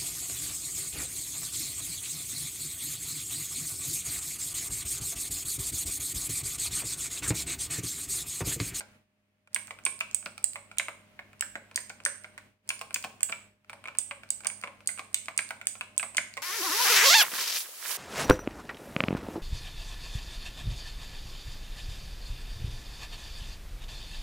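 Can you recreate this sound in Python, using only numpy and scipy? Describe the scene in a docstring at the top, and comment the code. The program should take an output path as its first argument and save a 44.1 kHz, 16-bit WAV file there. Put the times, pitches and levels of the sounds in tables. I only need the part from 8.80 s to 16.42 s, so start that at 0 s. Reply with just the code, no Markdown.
"""Sharp clicks and clacks: one hand presses the keys of a small mechanical keypad on a wooden desk.
On each press the switch's click jacket snaps, and a firm press bottoms the keycap out on the plate; on
release the key knocks against its top stop. Fingers land and stems tick in between. Each impact excites
damped modes of the keypad. Behind it are a bare room's reverberation, a faint mains hum and air noise,
and this whole background sinks in three of the pauses."""
import sys
import numpy as np
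from scipy import signal
from scipy.fft import rfft, irfft
from scipy.io import wavfile

SR = 44100
rng = np.random.default_rng(int(sys.argv[2]) if len(sys.argv) > 2 else 0)


def transcribe(u):
    """Save the signal u as a 16-bit wav file named by the first command-line argument.

    u: samples, shape (n,) or (channels, n), limited to [-1, 1]; the rate is SR.
    q: integer samples, one column per channel.
    """
    v = np.clip(np.atleast_2d(u).T, -1, 1)
    q = np.round(v * 32767).astype(np.int16)
    wavfile.write(sys.argv[1], SR, q)


N = 336042

# snaps of the click jacket: (time [s], ring level [dB], ring frequency [Hz], housing crack level [dB],
# top edge level [dB], left minus right [dB])
SNAPS = [(0.7458, -24.5, 8370, -37.5, -44, 3.5), (1.0518, -21.5, 8480, -37.5, -44.5, 6),
         (1.3462, -24, 8230, -35.5, -43, -6.5), (1.642, -21, 8100, -37, -43, -3),
         (1.984, -31.5, 8690, -28.5, -43, -2.5), (2.609, -26, 7890, -35.5, -41.5, 3),
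         (2.9593, -27.5, 8460, -31, -41, 1.5), (3.251, -21.5, 8500, -31.5, -46, 9),
         (3.8907, -31.5, 8930, -33, -42.5, 4.5), (4.1431, -31.5, 8620, -28.5, -37, 3.5),
         (4.4308, -20, 7900, -33.5, -37.5, -1.5), (5.186, -21.5, 8320, -36, -41, 0.5),
         (5.5042, -24.5, 8060, -36, -43, -0.5), (5.6696, -25, 8440, -34, -44.5, 2),
         (6.074, -22.5, 8360, -34.5, -42, 6.5), (6.3438, -24.5, 8090, -29, -42, -0.5),
         (6.5771, -25, 8400, -31.5, -44, 1.5), (6.87, -24.5, 8110, -32, -42, 0.5),
         (7.179, -20, 8200, -39, -43, 4.5), (7.3694, -29, 8600, -28, -46, 2.5)]
# modes of the case and of the stem: (frequency [Hz], bandwidth [Hz], gain [dB])
CASE_MODES = [(215, 80, -7.5), (488, 140, -2.5), (570, 31, 5.5), (639, 77, 4), (861, 200, 6.5)]
STEM_MODES = [(4540, 2200, -4.5), (7320, 830, -1), (8400, 910, -1.5), (12500, 1800, -26),
              (14800, 4500, -16.5)]


def clicks(ring_width_hz=480, skirt_width_hz=1500, rebound_s=.001, rebound_db=-11, case_db=-58.5):
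    """Impulse excitation: the jacket snaps, rebounds once and rings near 8 kHz, jolting the housing."""
    # modes of the switch housing and of its top edge: (frequency [Hz], bandwidth [Hz], gain [dB])
    housing_modes = [(2300, 1000, -2.5), (3400, 1300, -4.5), (4430, 680, -4), (7070, 890, 4)]
    edge_modes = [(10950, 2300, -5.5), (13200, 3700, -1), (15800, 470, 0)]
    out = np.zeros((2, N))
    for s, ring_db, hz, crack_db, edge_db, pan_db in SNAPS:
        snap = contact(chatter_db=-6, chatter_t60=.014, correlation=.85)
        snap[:, int(rebound_s * rng.uniform(.7, 1.3) * SR)] += from_db(rebound_db)
        # two resonators in series make the ring swell briefly before it decays
        ring = resonate(resonate(snap, hz, ring_width_hz), hz, skirt_width_hz)
        jolt = contact(chatter_db=6, chatter_t60=.018, correlation=1)
        crack = band(modal_response(jolt, housing_modes, spread_db=2.5), 1100, 7500)
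        scrape = contact(chatter_db=2, chatter_t60=.011, correlation=.5)
        edge = band(modal_response(scrape, edge_modes, spread_db=4.5), 9500, 21000)
        case = band(modal_response(snap, CASE_MODES), 500, 1800)
        click = at_level(ring, ring_db) + at_level(crack, crack_db)
        click += at_level(edge, edge_db) + at_level(case, case_db)
        add_hit(out, s, click, pan_db, right_lag_s=rng.uniform(.00003, .00022))
    return out


def knocks(other_modes_db=-9):
    """Free vibration after a blow: the keycap clacks, plate and case ring, the switch parts rattle."""
    # modes of the plate: (frequency [Hz], bandwidth [Hz], gain [dB])
    plate_modes = [(1101, 140, 1.2), (1290, 250, -3), (1510, 290, 0.5), (1675, 330, -5.5)]
    out = np.zeros((2, N))
    for s, case_db, plate_db, plate_hz, cap_db, cap_hz, rattle_db in blows():
        thud = contact(chatter_db=-3, chatter_t60=.022, correlation=.7)
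        case = band(modal_response(thud, CASE_MODES), 120, 1100)
        push = contact(chatter_db=-3, chatter_t60=.04, correlation=.6)
        mode_under_key = resonate(push, plate_hz, 250)
        other_modes = from_db(other_modes_db) * modal_response(push, plate_modes)
        plate = band(mode_under_key + other_modes, 650, 2400)
        clack = contact(chatter_db=-6, chatter_t60=.035, correlation=.3)
        cap = band(resonate(clack, cap_hz, 320), 1095, 3460)
        shake = contact(chatter_db=1, chatter_t60=.035, correlation=.25)
        rattle = band(modal_response(shake, STEM_MODES), 2800, 17000)
        knock = at_level(case, case_db) + at_level(plate, plate_db)
        knock += at_level(cap, cap_db) + at_level(rattle, rattle_db)
        add_hit(out, s, knock, pan_db=-1.2, right_lag_s=rng.uniform(.00002, .00016))
    return out


def blows(bounce_s=.0055, bounce_db=-8.5):
    """Energy partition: each kind of blow divides differently among case, plate, keycap and rattle."""
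    # firm presses hit the bottom: (time [s], keycap level [dB], keycap frequency [Hz])
    bottomings = [(0.7618, -31.5, 2090), (1.0639, -29, 2340), (1.9977, -28, 2100), (2.6241, -34.5, 1700),
                  (2.9763, -34.5, 1900), (3.2617, -28.5, 1686), (3.904, -30.5, 2460), (4.1599, -33.5, 2440),
                  (5.7008, -42, 2300), (6.0901, -35.5, 2100), (6.5905, -28, 2170), (7.1965, -34.5, 2550),
                  (7.3811, -23, 2100)]
    # keys spring back against the top stop: (time [s], plate level [dB], hardness [dB],
    # plate frequency [Hz], keycap frequency [Hz], rattle level [dB])
    releases = [(0.0067, -43, -2.5, 1490, 2200, -47.5), (0.9079, -41.5, 1.5, 1040, 2090, -51),
                (1.2085, -36, 7, 1290, 2440, -44.5), (1.461, -38, -2, 1360, 2470, -51.5),
                (1.7574, -39.5, 0.5, 1010, 2170, -49), (2.0834, -38, 0.5, 1270, 2180, -49),
                (2.3914, -44, 0, 1730, 2160, -60.5), (2.7549, -38.5, -0.5, 1570, 1860, -50.5),
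                (3.0998, -44, -1, 1490, 2200, -52.5), (3.444, -46, 1, 1540, 2140, -59),
                (3.5784, -46.5, 3, 1500, 1830, -52.5), (4.013, -40, -1, 1100, 2470, -43.5),
                (4.2406, -41.5, 3, 1280, 2730, -46), (4.2458, -36, -4, 950, 2520, -46),
                (4.496, -43, -2.5, 1250, 2480, -47), (4.5249, -38, 6, 1270, 2400, -54),
                (4.8963, -46, 1.5, 1310, 2330, -51.5), (4.9309, -45.5, -2.5, 1140, 2200, -55.5),
                (5.056, -45.5, 4.5, 1190, 2280, -59), (5.0837, -42.5, 2, 1320, 2360, -56.5),
                (5.3106, -38.5, 1.5, 1180, 2310, -52), (5.6563, -39.5, -1.5, 980, 2330, -53),
                (5.8372, -35, -0.5, 1230, 2190, -49.5), (5.874, -43.5, -0.5, 1020, 2300, -59.5),
                (6.1937, -39, -0.5, 1180, 2200, -46.5), (6.4835, -37.5, 1, 1150, 2170, -47.5),
                (6.7068, -36, -1, 1340, 2080, -46.5), (6.8138, -46.5, 3.5, 1490, 2200, -54),
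                (7.01, -38.5, 4, 1260, 2580, -45), (7.2294, -36.5, 0, 1220, 2080, -44),
                (7.5697, -42.5, -2, 1133, 2100, -45), (7.5759, -39, 1.5, 1090, 2100, -52)]
    # fingers land on keycaps: (time [s], level [dB])
    touches = [(0.674, -61.5), (0.8793, -54.5), (0.9877, -53), (1.4267, -56), (1.5788, -47.5),
               (1.9142, -49.5), (1.9729, -53.5), (2.531, -59), (2.913, -54), (3.2022, -52.5),
               (4.1075, -48.5), (4.4071, -50.5), (4.489, -51.5), (4.846, -67.5), (5.0405, -50),
               (5.0743, -47.5), (5.1505, -52.5), (5.434, -50.5), (5.6055, -54.5), (5.6358, -55),
               (5.648, -46.5), (5.826, -53), (6.0058, -57.5), (6.176, -50.5), (6.186, -48), (6.9536, -51.5),
               (7.3476, -49.5)]
    # each blow: (time [s], case [dB], plate [dB], plate [Hz], keycap [dB], keycap [Hz], rattle [dB])
    for s, db, cap_hz in bottomings:
        yield s, db - 20, db - 6, 1626, db, cap_hz, db - 12   # the finger damps the body
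    for release_s, plate_db, hard_db, plate_hz, cap_hz, rattle_db in releases:
        again_s = release_s + bounce_s * rng.uniform(.7, 1.1)   # the freed key hits its stop once more
        for s, gain_db in (release_s, 0), (again_s, bounce_db):
            db = plate_db + gain_db
            # a hard stop gives more to the keycap and less to the case
            yield s, db - 7 - hard_db, db, plate_hz, db + hard_db, cap_hz, rattle_db + gain_db
    for s, db in touches:
        yield s, db - 7.5, db, 1340, db, 2380, db - 8.5


def ticks(catch_lead_s=.014, catch_db=-58.5, cap_share_db=-11):
    """Weak impacts excite only stem and keycap: the stem catches the jacket, or the jacket slips."""
    # the jacket slips on the stem, mostly as a key rises: (time [s], stem level [dB])
    slips = [(0.8719, -49.5), (1.191, -50), (1.205, -41), (1.3124, -48), (1.4593, -42), (1.5793, -47),
             (1.734, -46.5), (3.0957, -45), (3.4374, -56), (3.993, -48.5), (4.226, -46.5), (4.4072, -45),
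             (4.521, -44.5), (5.6059, -54), (5.647, -44), (5.814, -49.5), (6.458, -46.5), (6.69, -47),
             (7.3473, -49), (7.5388, -47.5)]
    catches = [(s - catch_lead_s, catch_db) for s, *_ in SNAPS]
    out = np.zeros((2, N))
    for s, stem_db in catches + slips:
        touch = contact(chatter_db=-.5, chatter_t60=.01, correlation=.21)
        stem = modal_response(touch, STEM_MODES)
        cap = band(resonate(touch, 3100, 1200), 800, 3500)
        add_hit(out, s, at_level(stem, stem_db) + at_level(cap, stem_db + cap_share_db), pan_db=-2.5)
    return out


def contact(chatter_db, chatter_t60, correlation, bounces_per_s=4000):
    """Impact force: a unit impulse, then the tiny, exponentially dying bounces of loose plastic."""
    t = np.arange(int(.08 * SR)) / SR
    bounces = rng.random(len(t)) < bounces_per_s / SR
    chatter = bounces * stereo_noise(len(t), correlation) * from_db(-60 * t / chatter_t60)
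    return (t == 0) + from_db(chatter_db) * chatter / np.sqrt(np.sum(chatter ** 2) / 2)


def modal_response(force, modes, spread_db=3, detune=.021):
    """Modal superposition: keys sit at different spots, so each blow weights and shifts modes anew."""
    out = 0
    for k, (hz, width_hz, db) in enumerate(modes):
        gain_draw, pitch_draw = rng.standard_normal(2)
        gain = (-1) ** k * from_db(db + spread_db * gain_draw)
        out = out + gain * resonate(force, hz * np.exp(detune * pitch_draw), width_hz)
    return out


def after_ring(keys):
    """Sympathetic resonance: fed by every blow, springs and plate sing on between the strokes."""
    # lightly damped modes: (frequency [Hz], bandwidth [Hz], gain [dB])
    narrow_modes = [(592, 12, 2.5), (1490, 7, -8.5), (2090, 11, -10), (2400, 8, -6), (2310, 7, -8),
                    (2470, 8, -13.5)]
    return sum(from_db(db) * resonate(keys, hz, width_hz) for hz, width_hz, db in narrow_modes)


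def room(source, build_s=.0015):
    """Reverberation: one side of the keypad reaches both microphones as echoes and a diffuse tail."""
    # decay of the tail: (frequency [Hz], time to fall 60 dB [s])
    decay_times = [(150, 0.3), (600, 0.42), (2200, 0.45), (5000, 0.37), (8500, 0.43), (15000, 0.43)]
    # tail against direct sound: (frequency [Hz], level [dB])
    tail_levels = [(150, -4), (600, -6.5), (1200, -11), (2400, -15), (4500, -9), (8500, -11.5),
                   (11000, -10.5), (15000, -13.5)]
    # reflections from near surfaces: (delay [s], left level [dB], right level [dB])
    reflections = [(.0068, -29, -22.5), (0.0108, -18.5, -32.5), (0.017, -29.5, -22.5)]
    t = np.arange(int(.8 * SR)) / SR
    edges_hz = np.geomspace(100, 18000, 16)
    response = np.zeros((2, len(t)))
    for low, high in zip(edges_hz, edges_hz[1:]):
        hz = np.sqrt(low * high)
        decay = from_db(-60 * t / at_hz(decay_times, hz)) * (1 - np.exp(-t / build_s))
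        noise = band(stereo_noise(len(t), correlation=1 / (1 + (hz / 1100) ** 2)), low, high)
        response += from_db(at_hz(tail_levels, hz)) * noise * decay / np.sqrt(np.sum(decay ** 2))
    for delay_s, left_db, right_db in reflections:
        response[:, round(delay_s * SR)] += from_db([left_db, right_db])
    return signal.fftconvolve(source[None], response, axes=1)[:, :N]


def hum(wavers_per_s=9):
    """Random amplitude and phase modulation makes the partials of a mains hum waver."""
    # hum partials: (frequency [Hz], rms level [dB], waver depth [dB])
    partials = [(99.9, -68, .7), (203.4, -70, 2.9), (612, -73, 2.5)]
    t = np.arange(N) / SR
    knots_s = np.arange(0, N / SR + 1, 1 / wavers_per_s)
    out = 0
    for hz, db, waver_db in partials:
        waver, sway = (np.interp(t, knots_s, rng.standard_normal(len(knots_s))) for _ in range(2))
        phase = 2 * np.pi * hz * t + .19 * waver_db * sway
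        out = out + np.sqrt(2) * from_db(db + waver_db * waver) * np.sin(phase)
    return out


def air(rms_db=-63):
    """Stationary room noise, most coherent between the two sides in the bass."""
    # spectrum of the room air: (frequency [Hz], relative spectral density [dB])
    spectrum = [(25, -9.5), (50, 5), (75, -1.5), (150, 4.5), (190, -0.5), (230, 6.5), (330, -1.5),
                (600, -4.5), (1200, -8.5), (2600, -9), (3800, -18.5), (8000, -23.5), (15000, -28)]
    hz = np.arange(N // 2 + 1) * SR / N
    mid, side = rfft(rng.standard_normal((2, N))) * from_db(at_hz(spectrum, hz))
    side *= from_db(at_hz([(100, -8.5), (600, -3.5), (2500, 1.0)], hz))
    noise = irfft(np.array([mid + side, mid - side]), N)
    return from_db(rms_db) * noise / noise.std()


def background_dips(sink_s=.12, recover_s=.06):
    """Trapezoidal envelope in dB: the background sinks in a pause and is back by the next stroke."""
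    # dips in level: (start time [s], end time [s], depth [dB])
    pauses = [(0.153, 0.743, -15.5), (3.669, 3.883, -16.5), (4.665, 4.907, -13)]
    t = np.arange(N) / SR
    return sum(depth_db * np.clip(np.minimum((t - start) / sink_s, (end - t) / recover_s), 0, 1)
               for start, end, depth_db in pauses)


def resonate(x, hz, width_hz):
    """Damped oscillator: a two-pole resonance with unit peak gain."""
    radius = np.exp(-np.pi * width_hz / SR)
    feedforward = np.array([1, 0, -1]) * (1 - radius ** 2) / 2
    feedback = [1, -2 * radius * np.cos(2 * np.pi * hz / SR), radius ** 2]
    return signal.lfilter(feedforward, feedback, x + 1e-18)


def band(x, low_hz, high_hz):
    """Causal band-pass filtering."""
    sections = signal.butter(2, [low_hz, min(high_hz, .45 * SR)], "band", fs=SR, output="sos")
    return signal.sosfilt(sections, x)


def stereo_noise(size, correlation):
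    """Partial coherence: common and opposed white noise mix to the given correlation."""
    mid, side = rng.standard_normal((2, size))
    return np.sqrt((1 + correlation) / 2) * mid + np.sqrt((1 - correlation) / 2) * np.array([side, -side])


def add_hit(out, s, hit, pan_db, right_lag_s=.0001):
    """Level and arrival-time differences place a hit at time s between the two microphones."""
    gains = from_db(np.array([pan_db, -pan_db]) / 2)
    for channel, gain in enumerate(gains / np.sqrt(np.mean(gains ** 2))):
        start = max(0, round((s + channel * right_lag_s) * SR))
        piece = hit[channel, :N - start]
        out[channel, start:start + len(piece)] += gain * piece


def at_level(hit, db):
    """Normalisation to an rms level over the first 10 ms."""
    return hit * from_db(db) / np.sqrt(np.mean(hit[:, :SR // 100] ** 2))


def at_hz(points, hz):
    """Interpolation on a log-frequency axis."""
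    knots_hz, values = np.transpose(points)
    return np.interp(np.log(np.maximum(hz, 1)), np.log(knots_hz), values)


def from_db(db):
    """Decibels to amplitude ratio."""
    return 10 ** (np.asarray(db) / 20)


def scene():
    """Superposition of direct sound and background; the hum sinks less than the rest in the pauses."""
    keys = clicks() + knocks() + ticks()
    background = room(keys[0]) + room(keys[1]) + after_ring(keys) + air()
    dip_db = background_dips()
    return keys + from_db(dip_db) * background + from_db(.92 * dip_db) * hum()


def record(dry, cutoff_hz=16200):
    """Port resonances colour each microphone; a steep low-pass cuts the top."""
    # peaks and dips of the ports, left then right: (frequency [Hz], bandwidth [Hz], gain [dB])
    ports = [
        [(4100, 3200, 3.5), (6900, 1600, 2), (8680, 4200, -13), (11870, 1700, -8)],
        [(2200, 700, 3), (5300, 1300, -2.5), (9170, 820, 7.5), (13200, 3100, 4)],
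    ]
    heard = []
    for channel, port in zip(dry, ports):
        for hz, width_hz, db in port:
            channel = channel + (from_db(db) - 1) * resonate(channel, hz, width_hz)
        heard.append(channel)
    return signal.sosfilt(signal.ellip(10, .1, 80, cutoff_hz, fs=SR, output="sos"), heard)


dry = scene()
out = record(dry)
transcribe(out)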